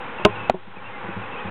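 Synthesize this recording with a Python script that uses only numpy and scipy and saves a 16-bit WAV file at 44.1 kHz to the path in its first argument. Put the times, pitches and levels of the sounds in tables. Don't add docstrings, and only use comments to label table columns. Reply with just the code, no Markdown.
import sys
import numpy as np
from scipy import signal
from scipy.fft import rfft, irfft
from scipy.io import wavfile
from scipy.ndimage import uniform_filter1d

SR = 44100
rng = np.random.default_rng(int(sys.argv[2]) if len(sys.argv) > 2 else 0)


def volts_from_decibels(level):
    exponent = np.asarray(level, float) / 20
    return 10 ** exponent


def persist_wave(psi):
    counts = np.round(np.clip(psi, -1, 1) * 32767).astype(np.int16)
    wavfile.write(sys.argv[1], SR, np.atleast_2d(counts).T)


N = 66150


def evened(x):
    return x / np.sqrt(np.mean(x ** 2) + 1e-20)


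def add(mix, s, sound):
    part = mix[round(s * SR):][:len(sound)]
    part += sound[:len(part)]


# t/s, level/dB
WIND_LEVEL = [(0, -33), (.2, -33.5), (.3, -34), (0.491, -33.5), (0.531, -47.5), (.63, -47.5), (.75, -43),
              (.9, -37.5), (1.05, -34.5), (1.248, -34), (1.5, -33)]
# f/Hz, level/dB (per Hz)
AIR_SPECTRUM = [(24, -56), (40, -22), (102, -13.5), (228, -12), (462, -8), (710, -10.5), (799, -5.5),
                (2640, -14.5), (4300, -29.5), (5590, -63), (9460, -120)]
# f/Hz, width/Hz, level/dB
MIC_HOLLOWS = [(96.5, 20, 6), (196, 80, 6), (503.5, 61, 7), (611, 240, -2.5), (816, 48, 5.5), (956, 17, 7),
               (1075, 38, 5.5), (1455, 120, 4), (2600, 400, 0)]


def wind():
    flicker_db = 0.43
    frames = N // 256 + 5
    real, imag = rng.standard_normal((frames, 513, 2)).T
    flicker = evened(uniform_filter1d(rng.standard_normal(frames), size=3))
    spectra = (real + 1j * imag) * volts_from_decibels(flicker_db * flicker)
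    raw = signal.istft(spectra, nperseg=1024, noverlap=768)[1][:N]

    f = np.fft.rfftfreq(N, 1 / SR)
    air_hz, air_db = np.transpose(AIR_SPECTRUM)
    colour_db = np.interp(np.log(f + 1), np.log(air_hz + 1), air_db, right=-90)
    for centre_hz, width_hz, db in MIC_HOLLOWS:
        colour_db = colour_db + db / (1 + ((f - centre_hz) / (.5 * width_hz)) ** 2)
    coloured = evened(irfft(rfft(raw) * volts_from_decibels(colour_db), N))

    t_s, level_db = np.transpose(WIND_LEVEL)
    return coloured * volts_from_decibels(np.interp(np.arange(N) / SR, t_s, level_db))


# t/s, length/s, level/dB (rms), start f/Hz, end f/Hz
BIRD_NOTES = [(.12, .04, -47, 2350, 2450), (.183, .022, -41, 2820, 2560), (.207, .035, -42, 2570, 2720),
              (.293, .018, -43, 2740, 2680), (.31, .035, -42, 2550, 2440), (.352, .024, -40, 2900, 2580),
              (.376, .05, -41, 2570, 2660), (.42, .075, -43, 2620, 2600), (.35, .03, -53, 3950, 3900),
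              (.755, .028, -47, 2500, 2550), (.78, .016, -47, 2480, 2250), (.842, .045, -45, 2660, 2790),
              (.875, .022, -46, 2620, 2350), (.93, .055, -45, 2120, 2020), (1.065, .02, -44, 1920, 1830),
              (1.095, .045, -46, 2620, 2450), (1.22, .035, -44, 2700, 2450), (1.255, .018, -43, 2560, 2740),
              (1.32, .035, -42, 2600, 2740), (1.36, .03, -41, 2450, 2560), (1.395, .045, -43, 2560, 2460),
              (1.385, .018, -44, 3060, 3130), (1.39, .04, -45, 1840, 1910), (1.46, .03, -43, 2500, 2480)]


def birds():
    warble, fading_db = .013, 2.5
    out = np.zeros(N)
    waver = evened(uniform_filter1d(rng.standard_normal((2, N)), size=300))
    for s, length_s, db, from_hz, to_hz in BIRD_NOTES:
        u = np.linspace(0, 1, round(length_s * SR))
        pitch_waver, level_waver = waver[:, round(s * SR):][:, :len(u)]
        u = u[:len(pitch_waver)]
        hz = (from_hz + (to_hz - from_hz) * u) * (1 + warble * pitch_waver)
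        level = np.sqrt(2) * volts_from_decibels(db + fading_db * level_waver)
        envelope = np.abs(np.sin(np.pi * u)) ** 0.2
        add(out, s, level * envelope * np.sin(2 * np.pi * np.cumsum(hz) / SR))
    return out


def ring(modes, rise_s, tilt_db=0, stretch=1):
    t = np.arange(SR // 2) / SR
    hz, db, t60_s = np.transpose(modes)[:, :, None]
    level = volts_from_decibels(db + tilt_db * np.log2(hz / 200) - 60 * t / t60_s)
    tone = level * np.sin(2 * np.pi * hz * stretch * t)
    return tone.sum(0) * (1 - np.exp(-t / rise_s))


# f/Hz, level/dB, t60/s
SOFT_MODES = [(103.6, -9.5, 0.28), (188, 3, 0.072), (346, -5.5, 0.096), (520, -13, 0.044),
              (574, -12, 0.041), (900, -11, 0.015)]
# t/s, level/dB, brightness/(dB per octave)
NUDGE_EVENTS = [(0.194, -35.5, 14), (0.21, -40.5, 17), (0.287, -27.5, 4), (.673, -35.5, -2),
                (0.765, -36, -1.5), (0.807, -47.5, -6.5), (.869, -47, -18.5), (1.039, -31, -5.5),
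                (1.085, -23.5, 4.5), (1.165, -22.5, -4.5), (1.206, -37.5, -0.5), (1.448, -24, -3.5),
                (1.479, -31.5, -8)]


def nudges():
    rise_s, max_detune = .003, 0.058
    out = np.zeros(N)
    for s, db, tilt_db in NUDGE_EVENTS:
        stretch = 1 + max_detune * rng.uniform(-0.47, 1)
        add(out, s, -volts_from_decibels(db) * ring(SOFT_MODES, rise_s, tilt_db, stretch))
    return out


def strike(contacts, modes, sign, crack_rise_s, grit):
    blow_rise_s, crack_t60_s = .0006, .008
    out, t = np.zeros(N), np.arange(SR // 20) / SR
    rise = np.minimum(t / crack_rise_s, 1)
    shape = rise * volts_from_decibels(-60 * np.maximum(t - crack_rise_s, 0) / crack_t60_s)
    for s, blow_db, crack_db, crack_hz in contacts:
        add(out, s, sign * volts_from_decibels(blow_db) * ring(modes, blow_rise_s))
        tone = np.sin(2 * np.pi * crack_hz * t)
        add(out, s, volts_from_decibels(crack_db) * shape * (tone + grit * rng.standard_normal(len(t))))
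    return out


# f/Hz, level/dB, t60/s
FIRST_MODES = [(108.25, -30, 0.97), (203.5, 0, 0.05), (348.5, -8, 0.063), (414.7, 0, 0.091),
               (635, -2, 0.051), (721.5, -2.5, 0.041), (960, -11.5, 0.052), (1041.5, -7, 0.11),
               (1263, -2, 0.024), (1462, -10, 0.04), (2380, -23.5, .04), (2700, -23.5, 0.0199),
               (3420, -25.5, .02)]
# t/s, blow level/dB, crack level/dB, crack f/Hz
FIRST_CONTACTS = [
    (.2490, -36.5, -3.5, 2813),
    (.2496, -38, -6, 3709),
    (.2513, -0.5, -10, 2224),
    (.2545, -8, -26.5, 3420),
    (.2596, -17.5, -18.5, 2700),
    (.2618, -29.5, -25, 450),
]


def first_knock():
    return strike(FIRST_CONTACTS, FIRST_MODES, -0.83, crack_rise_s=.0020, grit=1.3)


# f/Hz, level/dB, t60/s
SECOND_MODES = [(110, -8, .05), (250, -4, .05), (380, -7, .045), (484, -1, .04), (720, -6, .03),
                (860, -4, .025), (1100, -6, .025), (1357, -7, .025), (1750, -12, .02), (2476, -14, .02),
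                (3700, -30, .03)]
# t/s, blow level/dB, crack level/dB, crack f/Hz
SECOND_CONTACTS = [
    (.4972, -14, 4, 680),
    (.4968, -40, -10, 2450),
    (.4971, -40, -14, 1450),
    (.5024, -14, -30, 3100),
]


def second_knock():
    return strike(SECOND_CONTACTS, SECOND_MODES, 0.82, crack_rise_s=.0015, grit=.08)


# f/Hz, level/dB, t60/s
RATTLE_MODES = [(185, -4, 0.097), (365, 2, 0.11), (644, -4.5, 0.088), (870, -9, 0.089), (946, -11, 0.066),
                (1880, -34, 0.073)]
# t/s, blow level/dB, crack level/dB, crack f/Hz
RATTLE_CONTACTS = [
    (.5378, -33, -36, 700),
    (.5432, -25, -25, 520),
    (.5475, -32, -30, 800),
    (.556, -36, -34, 900),
]


def rattle():
    return strike(RATTLE_CONTACTS, RATTLE_MODES, -1, crack_rise_s=.0015, grit=.08)


def scene():
    return (wind() + birds() + nudges() + first_knock() + second_knock() + rattle())[None]


def low_pass(x):
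    return signal.sosfilt(signal.butter(12, 16790, fs=SR, output="sos"), x)


def record(dry):
    mic_low_hz, self_low_hz, edge_hz, smooth_hz = 55, 900, 3867, 8800
    self_noise_db, hiss_db = -45.5, -105
    full_scale, offset, edge_fade_s = .7, -0.012, .003

    thin = signal.lfilter(*signal.butter(2, mic_low_hz, "high", fs=SR), dry)
    noise = signal.lfilter(*signal.butter(1, self_low_hz, "high", fs=SR), rng.standard_normal(dry.shape))
    edge = signal.firwin(161, edge_hz, window=("kaiser", 9), fs=SR)[None]
    narrow = signal.oaconvolve(thin + volts_from_decibels(self_noise_db) * noise, edge, "same")

    t = np.arange(N) / SR
    fade = np.clip(np.minimum(t, t[::-1]) / edge_fade_s, 0, 1)
    clipped = np.clip(narrow * fade + offset, -full_scale, full_scale) - offset
    smooth = signal.lfilter(*signal.butter(1, smooth_hz, fs=SR), clipped) + offset
    mix = smooth + volts_from_decibels(hiss_db) * rng.standard_normal(dry.shape)
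    return low_pass(mix)


dry = scene()
out = record(dry)
persist_wave(out)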